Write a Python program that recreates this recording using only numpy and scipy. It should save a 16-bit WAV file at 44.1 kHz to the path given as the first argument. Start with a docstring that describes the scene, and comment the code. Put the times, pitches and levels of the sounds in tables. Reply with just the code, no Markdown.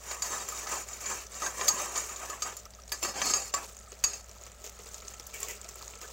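"""Sizzling pot and spoon

Thick paste sizzles in a metal pot while a spoon scrapes and knocks it, then is laid down.
Stick-slip clicks and blows excite the modes of the metal; small ringing bubbles, sparse clicks
and larger pops make the frying. Escaping steam hisses and whistles; brief gliding tones are gloops
in the paste and squeaks of the shifting spoon. An appliance hums over room noise, and one jolt
pushes the microphone.
"""
import sys
import numpy as np
from scipy import signal
from scipy.io import wavfile
from scipy.ndimage import uniform_filter1d

SR = 44100
rng = np.random.default_rng(int(sys.argv[2]) if len(sys.argv) > 2 else 0)


def rack_gain(trim_db):
    """Turn a fader trim in dB into the linear factor to multiply a signal by."""
    fader = np.asarray(trim_db, float)
    return 10 ** (fader / 20)


def transcribe(u):
    """Save the signal u as a 16-bit wav file named by the first command-line argument.

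    u: samples, shape (n,) or (channels, n), limited to [-1, 1]; the rate is SR.
    q: integer samples, one column per channel.
    """
    v = np.clip(np.atleast_2d(u).T, -1, 1)
    q = np.round(v * 32767).astype(np.int16)
    wavfile.write(sys.argv[1], SR, q)


N = 269892


def evened(x):
    """Normalisation: scales a signal to rms 1."""
    return x / np.sqrt(np.mean(x ** 2) + 1e-20)


def curve(rows):
    """Linear interpolation: table columns at every sample, the first column being seconds."""
    s, *columns = np.transpose(rows)
    return [np.interp(np.arange(N) / SR, s, column) for column in columns]


def slow(span):
    """Low-pass random drift: twice averaged noise of rms 1 that holds for about span samples."""
    once = uniform_filter1d(rng.standard_normal(N), int(span))
    return evened(uniform_filter1d(once, int(span)))


def colour(x, points):
    """Minimum-phase filtering: a causal filter of unit energy with the given spectrum."""
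    f, db = np.transpose(points)
    hz = abs(np.fft.fftfreq(8192, 1 / SR))
    level_db = np.interp(np.log(hz + 1), np.log(f + 1), db)
    log_gain = np.log(rack_gain(np.maximum(level_db, -100)))
    taps = np.fft.ifft(np.exp(log_gain - 1j * signal.hilbert(log_gain).imag)).real[:4096]
    return signal.oaconvolve(x, taps / np.linalg.norm(taps))[:len(x)]


def band(x, lo_hz, hi_hz):
    """Band-pass filtering by a Butterworth response."""
    return signal.sosfilt(signal.butter(2, [lo_hz, hi_hz], "band", fs=SR, output="sos"), x)


def highpass(x, hz, order):
    """High-pass filtering by a Butterworth response."""
    return signal.sosfilt(signal.butter(order, hz, "high", fs=SR, output="sos"), x)


def resonate(x, hz, width):
    """Damped resonance: one mode, width in Hz; noise of rms 1 leaves with rms near 1."""
    r = np.exp(-np.pi * width / SR)
    turn = 2 * np.pi * hz / SR
    return signal.lfilter([np.sin(turn) * 2 * np.sqrt(1 - r)], [1, -2 * r * np.cos(turn), r * r], x)


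def clicks(per_s, spread_db):
    """Shot noise: sparse impulses of rms 1, a few much larger than the rest."""
    size = rack_gain(spread_db * np.minimum(rng.exponential(1, N), 5)) * rng.choice([-1., 1.], N)
    return evened(size * (rng.random(N) < per_s / SR))


def burst(times, gains, lengths_ms, rise=0.45):
    """Transient envelope: quick rise, as a share of the length, and exponential fall."""
    out = np.zeros(round(max(times) * SR) + 4000)
    t_ms = np.arange(4000) / SR * 1000
    for s, g, ms in zip(times, gains, np.clip(lengths_ms, .3, 30)):
        out[round(s * SR):][:4000] += g * (1 - np.exp(-t_ms / (rise * ms))) * np.exp(-t_ms / ms)
    return out if len(times) == 1 else np.pad(out, (0, N))[:N]


def swells(rows):
    """Pressure envelope: rows land, swell and lift, adding in power; levels in dB without and with shares."""
    start, top, end, db, share_db = np.transpose(rows)[:, :, None]
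    t = np.arange(0, N + 64, 64) / SR
    roundness, touch_s = 1.185, 0.0045  # how round the top is; time to land and to lift
    # The level is 10 dB below its firmest at the start and 13.5 dB below at the end.
    landing_db = -10 * np.clip((top - t) / (top - start), 0, 2) ** roundness
    lifting_db = -13.5 * np.clip((t - top) / (end - top), 0, 2) ** roundness
    touching = np.clip(np.minimum(t - start, end - t) / touch_s + 1, 0, 1)
    power = (rack_gain(db + landing_db + lifting_db) * touching) ** 2
    levels = [10 * np.log10(p.sum(0) + 1e-12) for p in (power, power * rack_gain(2 * share_db))]
    return [np.interp(np.arange(N) / SR, t, level) for level in levels]


# Strokes of the spoon over the metal. Each row: start in seconds, firmest moment in seconds,
# end in seconds, relative pressure in dB, share of the dull body in dB.
SPOON_STROKES = [(.01, .122, 0.24, -39.5, -3.5), (.225, .25, 0.31, -31.5, -8), (.26, .335, 0.52, -34, -3.5),
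                 (.5, .6, 0.67, -38, -4.5), (.668, .72, 0.77, -30.5, -2.5), (.72, .765, 0.82, -36.5, -2.5),
                 (.775, .815, 0.85, -37.5, -5), (.87, .92, 1, -39.5, -6), (1.005, 1.02, 1.15, -38, -3),
                 (1.055, 1.1, 1.243, -34.5, -2.5), (1.31, 1.36, 1.45, -40, -6), (1.4, 1.44, 1.544, -33, -4),
                 (1.54, 1.62, 1.757, -31.5, -3.5), (1.68, 1.7, 1.8, -36.5, -1.5),
                 (1.73, 1.81, 1.926, -32, -0.5), (1.92, 1.975, 2.1, -32, -4),
                 (2.08, 2.11, 2.2, -41.5, -1.5), (2.17, 2.23, 2.31, -40, -0.5),
                 (2.29, 2.32, 2.42, -42.5, 2), (2.43, 2.465, 2.55, -39.5, 2),
                 (2.93, 2.945, 3.01, -39.5, -9.5), (3.022, 3.045, 3.1, -31.5, -6.5),
                 (3.05, 3.09, 3.13, -36.5, -1.5), (3.14, 3.2, 3.36, -36.5, -0.5),
                 (3.215, 3.23, 3.5, -31, -10.5), (3.24, 3.275, 3.28, -28, -15),
                 (3.285, 3.315, 3.32, -26.5, -14), (3.33, 3.36, 3.442, -34.5, -4.5),
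                 (3.545, 3.57, 3.66, -41, 3.5), (4.05, 4.07, 4.21, -40.5, -4.5)]
# How freely the bowl of the spoon rings and the pot wall drums: muffled in the paste, free against
# the bare wall. Each row: time in seconds, relative freedom in dB.
WALL_FREEDOM = [(0, -4), (2.55, -9.5), (2.9, 3), (3.2, 5), (3.45, 1), (3.7, -6), (4.2, 5.5), (6.12, 6)]


def spoon():
    """Stick-slip friction and impact: clicks under the stroke and sharp blows drive the same metal."""
    rasp_db, body_db = swells(SPOON_STROKES)
    bare_db = curve(WALL_FREEDOM)[0]
    judder_db = 1.24 * slow(1050)  # the edge catches and lets go irregularly
    slips = clicks(6000, 1.0) * rack_gain(0.28 * slow(110) + judder_db)
    contact = rng.standard_normal(N)
    out = ringing(slips, contact, rasp_db, body_db, bare_db)
    out += rubbing(slips, rasp_db, body_db, bare_db)
    out += impacts(contact)
    drum_db = body_db + 2.7 * bare_db - 19.5 + 1.5 * slow(620)
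    drum = evened(band(slips, 200, 1080)) * rack_gain(drum_db)
    return highpass(out, 350, 2) + drum  # a small pot radiates little bass


# Modes of pot and spoon. Each row: pitch in Hz, nominal width in Hz, relative level in dB.
METAL_MODES = [(400, 40, -9), (560, 50, -7), (690, 50, -10), (820, 50, -8), (1015, 40, -5), (1140, 25, -4),
               (1240, 35, -1), (1570, 40, -9), (1740, 25, -6), (1920, 35, -7), (2310, 45, -5),
               (2595, 30, -9), (2760, 40, -8), (3170, 50, -11), (3770, 50, -14), (4330, 30, -10),
               (4530, 30, -10), (4700, 45, -7), (4870, 25, -10), (5115, 35, -10), (5290, 25, -9),
               (5900, 60, -5), (6150, 55, -3), (6450, 60, -2), (6620, 50, -2), (6950, 50, -1),
               (7260, 55, -1), (7550, 45, -1), (7800, 70, -8), (8300, 90, -15), (8750, 120, -12),
               (9800, 350, -18), (11700, 90, -22)]
# Blows of the spoon. Each row: time in seconds, nominal peak in dB, share of bass in dB,
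# share of treble in dB, low pitch that rings most in Hz, nominal contact in ms.
SPOON_BLOWS = [(0.1105, -26.5, 2, -5, 1316, 8.7), (0.2203, -14.5, -27, -12, 1230, 5),
               (0.486, -23, -7.5, 0, 1320, 2.4), (0.521, -31.5, -2, 4, 1240, 3.5),
               (0.67, -32, 6, -32, 1304, 7.8), (0.885, -27.5, -18, -4, 2310, 2.6),
               (0.931, -26, -25, -25, 1240, 2), (1.005, -30, -10, -7, 1240, 5),
               (1.058, -25, -4, -25, 2310, 6.8), (1.104, -29, -3, -25, 1240, 0.74),
               (1.1168, -42, -15, -17, 1240, 4.4), (1.42, -26.5, 2, -31, 1240, 2.1),
               (1.462, -22, -1.5, -30, 1570, 4), (1.611, -22, 4.5, -33.5, 970, 4.1),
               (1.6805, -6.5, -18, -6, 1217, 4.8), (1.6942, -27, -6.5, -4, 1240, 0.7),
               (1.717, -39, -27, -30, 1240, 4), (1.956, -20.5, -4, -19, 993, 6.5),
               (1.976, -17, -10.5, -22, 1287, 1.5), (2.093, -28, -8, -15, 1240, 2),
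               (2.16, -24, -25, -35, 1240, 2.1), (2.299, -23.5, -7.5, -7, 1240, 2.5),
               (2.4205, -13.5, -14.5, -14.5, 1240, 4), (2.567, -25.5, -25, 1.5, 1240, 2.2),
               (2.919, -18, -6, 0, 1690, 5.4), (3.027, -18.5, -4, -3, 2780, 5.8),
               (3.049, -25, 5.5, -27, 1070, 2.6), (3.159, -30.5, 4, -25, 820, 4.1),
               (3.2166, -15.5, -0.5, -28, 1825, 1.7), (3.2205, -27, -16, -25, 896, 2),
               (3.2574, -25, -8, -25, 1740, 3.7), (3.298, -24, -4, -25, 1240, 2.5),
               (3.3362, -9.5, -9, -28, 1324, 1.6), (3.5386, -13, -4, -10.5, 1140, 4.2),
               (3.5623, -31, -3, -21, 1140, 4.5), (4.0387, -6, -15.5, -8.5, 2550, 2.7),
               (4.133, -22.5, -13.5, -30, 2600, 2.3)]
# The part of the spoon that lands changes from blow to blow. Each row: time in seconds,
# high pitch that rings most in Hz, relative clang of the bowl in dB.
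LANDING_SPOTS = [(0.11, 6600, 4), (0.22, 6900, 11), (0.5, 7300, -5), (1.0, 6900, 2), (1.46, 6500, 4),
                 (1.68, 6620, 10), (1.96, 6900, 2), (2.3, 6900, -3), (2.42, 6620, 10.5), (2.57, 6900, -1),
                 (2.92, 6470, 19.5), (3.027, 7260, 2), (3.049, 6470, 7), (3.217, 6150, 4), (3.26, 7260, 5),
                 (3.3, 7260, 3), (3.336, 6620, 8), (3.54, 7410, 0), (4.04, 6620, 10.5), (4.134, 6620, -2)]


def ringing(slips, contact, rasp_db, body_db, bare_db):
    """Modal synthesis: each mode and its twin answer the friction and the blows."""
    t = np.arange(N) / SR
    s, peak_db, bass_db, treble_db, low_hz, ms = np.transpose(SPOON_BLOWS)
    high_hz, bowl_db = (column[(s * SR).astype(int)] for column in curve(LANDING_SPOTS))
    edge_hz = 7100 + 120 * slow(1700)  # wandering pitch that the dragging edge favours
    groups = np.zeros((3, N))
    for k, (hz, width, db) in enumerate(METAL_MODES):
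        low = hz < 3500
        in_bowl = 4000 < hz < 5500
        if hz < 5500:
            favour_db = bare_db * in_bowl
        else:
            favour_db = -1.5 * np.minimum(((hz - edge_hz) / 500) ** 2, 2)
        stroke_db = body_db - 11.0 if low else rasp_db - 10.5
        turns_db = (2.6 if low else 3.6) * slow(2530)  # the edge meets each mode by turns
        rub = slips * rack_gain(stroke_db + favour_db + turns_db)

        # Where the blow lands picks its modes; the bowl clangs around 4700 Hz.
        distance = np.log(hz / (low_hz if low else high_hz)) / (0.04 if low else 0.02)
        near = 0.22 + 1.17 * np.exp(-distance ** 2)
        clang_db = (bowl_db + 1) * np.exp(-(np.log(hz / 4700) / 0.042) ** 2)
        top_db = (treble_db + 18) * (hz > 9000)
        strength = near * rack_gain(peak_db + low * (bass_db + 4.5) + clang_db + top_db)
        blow = burst(s, strength * rack_gain(-10.0), ms, rise=0.48) * contact
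        # The mode builds up over the contact.
        build_up = burst(s, strength * rack_gain(-5.0) / ms, 0.43 * ms, rise=0.71)
        blow += build_up * np.cos(2 * np.pi * (hz * t + rng.random()))

        # The rim mode near 6620 Hz rings longest.
        damping = 0.6 if abs(hz - 6620) < 100 else 1.6 if in_bowl else 1
        ring_width = (0.6 if low else 0.4) * width * damping
        twin_hz = hz * (1 + 0.0059 * rng.uniform(0.61, 1.45))  # a dented pot splits its modes
        twins = resonate(blow, hz, ring_width) + 0.45 * resonate(blow, twin_hz, ring_width)
        dragged = resonate(rub, hz, (1.9 if low else 1.0) * width)  # the dragging edge damps the ring
        groups[k % len(groups)] += rack_gain(db) * (dragged + twins)
    # Moving paste loads the metal and bends its pitches: a delay drifting by 0.2 ms rms.
    return sum(np.interp(t, t + 0.2 / 1000 * slow(2310), group) for group in groups)


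# Unpitched part of rubbing and blows. Each row: frequency in Hz, relative level in dB per Hz.
GRIND_SPECTRUM = [(120, -27.5), (200, 8.5), (227, 7.5), (254, -5), (548, 2.5), (916, 2), (1230, 6.5),
                  (1420, 0.5), (1810, -1), (3490, -3), (7410, 13.5), (9750, -21.5), (16000, 3.5)]


def rubbing(slips, rasp_db, body_db, bare_db):
    """Friction noise: coloured slips split into a dull body and a dry rasp."""
    grit = colour(slips, GRIND_SPECTRUM)
    body = band(band(grit, 177, 2500), 187, 5600) * rack_gain(body_db + 4.5)
    rasp = band(grit, 6300, 13000) * rack_gain(rasp_db - 8.0 + 0.44 * bare_db)  # dry metal rasps brighter
    return body + rasp


def impacts(contact):
    """Impact noise: each band of a blow has its own strength and decay."""
    s, peak_db, bass_db, treble_db, _, ms = np.transpose(SPOON_BLOWS)
    crack = colour(contact, GRIND_SPECTRUM)
    bright = band(band(crack, 5900, 9600), 5700, 12000)
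    out = bright * burst(s, rack_gain(peak_db - 6), 1.12 * ms, rise=0.6)
    out += band(crack, 1560, 4060) * burst(s, rack_gain(peak_db + 1.5), 0.6 * ms, rise=0.47)
    out += band(crack, 320, 2950) * burst(s, rack_gain(peak_db + bass_db + 8), 0.5 * ms)
    sheen = band(contact, 9500, 16500)
    out += sheen * burst(s, rack_gain(peak_db + treble_db + 3.5), 0.83 * ms, rise=1.8)
    # Reflections inside the pot follow 5.1 ms later.
    out += band(crack, 740, 14000) * burst(s + 0.0051, rack_gain(peak_db - 14.0), 2.5 * ms)
    return out


def bubbles(lo_hz, hi_hz, cycles, per_s, spread_db, count=24):
    """Bubble resonance: many small bubbles, each size ringing a few cycles at its own rising pitch."""
    out = np.zeros(N)
    for hz in np.geomspace(lo_hz, hi_hz, count):
        turns = np.arange(int(4 * cycles * SR / hz)) * hz / SR
        swell = turns * np.exp(-turns / (cycles / 2))
        grain = swell * np.sin(2 * np.pi * turns * (1 + 0.0032 * turns))
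        hits = clicks(per_s / count, spread_db)
        out += signal.oaconvolve(hits, evened(grain) / np.sqrt(len(grain)))[:N]
    return evened(out)


# Colour of bursting steam bubbles. Each row: frequency in Hz, relative level in dB per Hz.
FIZZ_SPECTRUM = [(180, -38), (300, -38), (360, 6.5), (405, 13), (828, -4), (1280, -4.5), (1580, -6.5),
                 (2360, 1), (4370, -0.5), (7200, 9.5), (9880, -12), (16000, 1.5)]
# Vigour of the frying, which lulls when paste flows back over the bottom.
# Each row: time in seconds, relative level in dB.
SIMMER_VIGOUR = [(0, -54.5), (0.2, -55.5), (0.5, -49), (0.8, -52.5), (0.855, -55), (0.91, -51), (0.98, -55),
                 (1.03, -57), (1.2, -51), (1.28, -53.5), (1.36, -51), (2.05, -50.5), (2.38, -55.5),
                 (2.45, -49), (2.7, -62), (2.9, -59.5), (3.0, -56), (3.4, -53), (3.49, -58), (3.6, -54),
                 (3.7, -54), (4.2, -57.5), (4.5, -57), (4.9, -53), (5.5, -52), (5.8, -51.5), (6.12, -50)]


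def simmer():
    """Superposed bubble resonances: small ringing bubbles, partly in clumps, over a fine hiss."""
    clumps = rack_gain(2.0 * slow(430) + 2.26 * slow(1650))
    out = colour(clicks(6000, 3.9), FIZZ_SPECTRUM) * rack_gain(-1.0) * clumps
    out += bubbles(4250, 9000, cycles=1.8, per_s=900, spread_db=4.5) * rack_gain(-5.5) * clumps
    out += bubbles(1420, 4900, cycles=5.2, per_s=250, spread_db=2.5) * rack_gain(-12.5)
    out += bubbles(5600, 7600, cycles=11.0, per_s=600, spread_db=4.0) * rack_gain(-5.5)
    deep = bubbles(380, 2600, cycles=1.8, per_s=600, spread_db=2.5)
    out += deep * rack_gain(-10 + 2.5 * slow(500)) * clumps
    # The air in the pot hums along.
    out += rack_gain(-9.0) * evened(resonate(rng.standard_normal(N) + 0.38 * out, 1313, 76))
    return out * rack_gain(curve(SIMMER_VIGOUR)[0])


# Colour of paste frying on freshly bared metal. Each row: frequency in Hz, relative level in dB per Hz.
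SPRAY_SPECTRUM = [(300, -42.5), (380, 7), (828, -4), (1280, -2), (2300, 4), (3000, -1.5), (4200, -22),
                  (5400, 4), (6000, 8), (7200, 3.5), (8400, 0.5), (9880, -3), (11500, -6), (16000, -1.5)]


def stirred():
    """Shot noise under pressure control: a stroke bares hot metal and frying grows with it."""
    pressure_db = swells(SPOON_STROKES)[0]
    # -46 dB at the middling pressure of -37 dB, growing 0.73 dB per dB, smeared over 27 ms.
    growth = rack_gain(-46 + 0.73 * (pressure_db + 37))
    spray = colour(clicks(8000, 1.35), SPRAY_SPECTRUM) * rack_gain(2.8 * slow(440))
    return spray * uniform_filter1d(growth, int(0.027 * SR))


# Big bubbles bursting. Each row: time in seconds, nominal peak in dB, nominal centre in Hz,
# share of treble spit in dB, share of low plop in dB.
BIG_BUBBLES = [(1.2669, -30.5, 6000, -25, -30), (1.32, -37, 7900, -15, -30), (2.524, -39, 6300, -23, -1),
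               (2.599, -39, 6206, -18, -25), (2.655, -33.5, 5703, -10, -14), (2.706, -37.5, 7300, -18, -23),
               (2.737, -38, 4930, -28, -14), (2.75, -40, 6400, -25, -30), (2.799, -46, 4940, -20, -25),
               (2.82, -41, 5900, -25, -30), (2.8364, -41, 5630, -23, -29), (2.879, -35, 6860, -22, -31),
               (2.8944, -38, 4700, -7, -30), (3.506, -36, 6277, -15, -11), (3.6457, -33, 6700, -8, -12),
               (3.732, -43, 7740, -12, -25), (3.748, -39, 6508, -22, -27), (3.768, -34.5, 7000, -12, -31),
               (3.7892, -35.5, 6896, -23, -31), (3.92, -32, 6700, -17, -11), (3.991, -40, 6867, -20, -30),
               (4.029, -45, 6600, -16, -26), (4.21, -42, 7200, -22, -27), (4.243, -40, 7000, -14, -19),
               (4.294, -37.5, 5770, -8, -8.5), (4.314, -34.5, 6700, -22, -21),
               (4.413, -36.5, 6800, -20, -11), (4.437, -33.5, 6700, -24, -19),
               (4.466, -33, 6900, -24, -8.5), (4.518, -35.5, 7160, -23, -14), (4.642, -31, 6800, -13, -8.5),
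               (4.665, -29.5, 6550, -18, -13), (4.675, -33.5, 6440, -20, -27), (4.6954, -32, 6800, -7, -27),
               (4.791, -36, 6940, -21, -5), (4.86, -35, 6800, -14, -6.5), (4.889, -36, 7100, -18, -32),
               (4.944, -27.5, 6760, -19, -39), (5.021, -39, 6940, -12, 0), (5.082, -29, 6550, -29, -42),
               (5.138, -34.5, 6700, -33, -5), (5.1982, -29, 6000, -12, -12), (5.2686, -32.5, 7100, 1, -35),
               (5.341, -29, 7400, -4, -26), (5.36, -35.5, 7350, -10, -8.5), (5.403, -31, 7750, 4, -17),
               (5.4305, -19.5, 7270, -13, -34), (5.485, -25, 7060, -6, -27), (5.51, -31, 7200, -7, -16),
               (5.615, -31, 7240, -25, -41), (5.6452, -32.5, 6600, -24, -10),
               (5.689, -26.5, 6760, -11, -25), (5.756, -32.5, 7350, -3.5, -10), (5.85, -39, 7040, -23, -24),
               (5.8795, -31, 6800, -29, -29), (5.937, -37, 3020, -20, -15), (5.957, -35, 7050, -21, -9),
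               (6.015, -31.5, 6050, -6, -8.5), (6.028, -45, 6440, -15, 1), (6.0788, -33.5, 6670, -17, -10)]


def pops():
    """Transient excitation of a resonance: puffs ring each bubble, with treble spit and low plop."""
    s, peak_db, centre_hz, spit_db, plop_db = np.transpose(BIG_BUBBLES)
    ms = np.full(len(s), 3.46)  # nominal length
    steam = rng.standard_normal(N + 4000)
    noise = steam[:N]
    start = s - .001
    out = band(noise, 7600, 21400) * burst(start, rack_gain(peak_db + spit_db + 5.0), ms, rise=1.0)
    plop = burst(start, rack_gain(peak_db + plop_db + 10.0), 2.5 * ms, rise=0.6)
    out += band(colour(noise, FIZZ_SPECTRUM), 130, 2700) * plop
    # The air in the pot rings along.
    out += resonate(noise * burst(start, rack_gain(peak_db + plop_db - 6.0), ms), 1315, 60)
    out = np.pad(out, (0, 4000))
    for at, db, hz, length in zip(start, peak_db, centre_hz, ms):
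        i = round(at * SR)
        puff = steam[i:i + 4000] * burst([0], [rack_gain(db - 4.5)], [0.82 * length], rise=0.23)
        puff[40] += rack_gain(db + 8.5)  # the skin snaps
        out[i:i + 4000] += resonate(puff, hz, 520 * rack_gain(rng.uniform(-4.0, 3.0)))
    return out[:N]


# Steam escaping under the resting spoon. Each row: start in seconds, firmest moment in seconds,
# end in seconds, hiss in dB, share of breathy whistle in dB.
STEAM_VENTS = [(4.635, 4.65, 4.69, -43.5, -38), (6.005, 6.03, 6.07, -46, -23),
               (5.333, 5.345, 5.4, -41.5, -7.5), (5.36, 5.43, 5.49, -43.5, -12.5),
               (5.47, 5.505, 5.56, -38.5, -7.5)]


def slump():
    """Noise-driven resonance: steam hisses under the paste and sets the resting spoon ringing."""
    hiss_db, whistle_db = swells(STEAM_VENTS)
    steam = clicks(5000, 0.66)
    modes = [row for row in METAL_MODES if 1800 < row[0] < 3000]
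    ring = sum(rack_gain(db) * resonate(steam, hz, width) for hz, width, db in modes)
    breath = evened(band(steam, 2200, 3330)) + rack_gain(1.5) * ring
    hiss = colour(steam, FIZZ_SPECTRUM) * rack_gain(hiss_db)
    return hiss + evened(breath) * rack_gain(whistle_db + 1.9 * slow(300))


# Brief gliding tones: gloops in the paste and squeaks of the shifting spoon. Each row: start in seconds,
# length in seconds, nominal peak in dB, pitch at the start in Hz, pitch at the end in Hz.
GLIDING_TONES = [(1.606, 0.046, -42, 383, 398), (1.662, 0.033, -44, 552, 610), (1.69, 0.049, -43, 875, 810),
                 (1.734, 0.015, -44, 180, 253), (1.745, 0.021, -51, 470, 420),
                 (1.807, 0.041, -41.5, 624, 560), (2.662, 0.0079, -43, 1220, 1290),
                 (2.787, 0.012, -45, 1230, 1290), (3.873, 0.014, -49, 1250, 1260),
                 (3.029, 0.056, -44, 342, 370), (3.385, 0.073, -47, 800, 792),
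                 (3.495, 0.0095, -51, 2780, 2789), (5.337, 0.027, -41, 2346, 2210),
                 (5.425, 0.045, -46, 1110, 1110), (5.483, 0.034, -51, 904, 990),
                 (5.487, 0.042, -44, 2010, 1984), (5.648, 0.017, -48.5, 634, 710),
                 (5.977, 0.014, -57, 525, 580), (6.021, 0.019, -44, 1290, 1250),
                 (6.035, 0.036, -51, 1735, 1700), (6.038, 0.022, -47, 1520, 1540),
                 (6.044, 0.022, -48.5, 428, 427)]


def gloops_and_squeaks():
    """Gliding oscillation: each tone swells quickly, wavers, glides and fades."""
    out, waver = np.zeros(N), rack_gain(0.97 * slow(270))
    for s, length, db, hz, end_hz in GLIDING_TONES:
        u = np.linspace(0, 1, round(length * SR))
        phase = 2 * np.pi * np.cumsum(hz + (end_hz - hz) * u) / SR
        tone = np.sin(phase) * np.sin(np.pi * u ** 0.62)
        out[round(s * SR):][:len(u)] += rack_gain(db) * tone
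    return out * waver


def jolt():
    """Damped impulse response: the dropped spoon pushes the microphone, which quickly settles."""
    t = np.maximum(np.arange(N) / SR - 4.04, 0)
    push = rack_gain(-36) * (1 - np.exp(-t / 0.00048))
    return push * np.cos(2 * np.pi * 9 * t) * np.exp(-t / 0.0075)


# Appliance hum. Each row: pitch in Hz, nominal level in dB rms.
HUM_TONES = [(59.2, -55.5), (102.3, -69.5), (199.2, -72.5)]
# Spectrum of the room's noise. Each row: frequency in Hz, relative level in dB per Hz.
ROOM_SPECTRUM = [(20, -13), (45, 3.5), (80, -4), (110, -1), (155, -11.5), (200, -4.5), (260, -10.5),
                 (340, -32), (410, -22), (600, -0.5), (900, -13.5), (1280, -22), (1600, -12.5),
                 (3000, -21.5), (16000, -31.5)]


def kitchen():
    """Additive synthesis: appliance tones with a slight flutter over the coloured noise of the room."""
    t = np.arange(N) / SR
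    hum = np.zeros(N)
    for hz, db in HUM_TONES:
        level = rack_gain(db + 3 + .7 * slow(900))  # 3 dB turns rms into sine peak
        hum += level * np.sin(2 * np.pi * (hz * t + hz / 1500 * slow(1200)))
    return hum + rack_gain(-59) * colour(rng.standard_normal(N), ROOM_SPECTRUM)


# Short spans with some treble in the side channel, which is no source of the scene.
# Each row: start in seconds, end in seconds, lower edge of the treble in Hz, side level in dB.
SIDE_SPANS = [(1.673, 1.692, 5030, 8), (2.543, 2.669, 4515, -18), (2.918, 2.921, 4260, 23),
              (3.016, 3.04, 4760, 4), (3.041, 3.532, 10600, -4), (3.526, 3.55, 4630, 7),
              (4.039, 4.044, 4230, 22), (4.936, 4.954, 4530, -7), (5.077, 5.087, 4500, 3),
              (5.68, 5.718, 4500, -13)]


def scene():
    """Mid-side superposition: all sources in the middle, a trace of delayed treble in the side channel."""
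    mid = spoon() + simmer() + stirred() + pops() + slump() + gloops_and_squeaks() + jolt() + kitchen()
    side = np.zeros(N)
    for start, end, hz, db in SIDE_SPANS:
        part = slice(round(start * SR), round(end * SR))
        late = np.roll(mid, 400)[part]  # 400 samples later
        soft = late * signal.windows.tukey(len(late), .2)
        side[part] = rack_gain(db) * highpass(soft, hz, 8)
    return np.array([mid + side, mid - side])


def roll_off(x):
    """The treble ends steeply here."""
    return signal.sosfilt(signal.butter(12, 16990, fs=SR, output="sos"), x)


def record(dry):
    """Band limitation: a linear-phase low-pass removes the extreme treble."""
    taps = signal.firwin(301, 15850, window=("kaiser", 5), fs=SR)
    limited = signal.oaconvolve(dry, taps[None], "same")
    return roll_off(limited)


dry = scene()
out = record(dry)
transcribe(out)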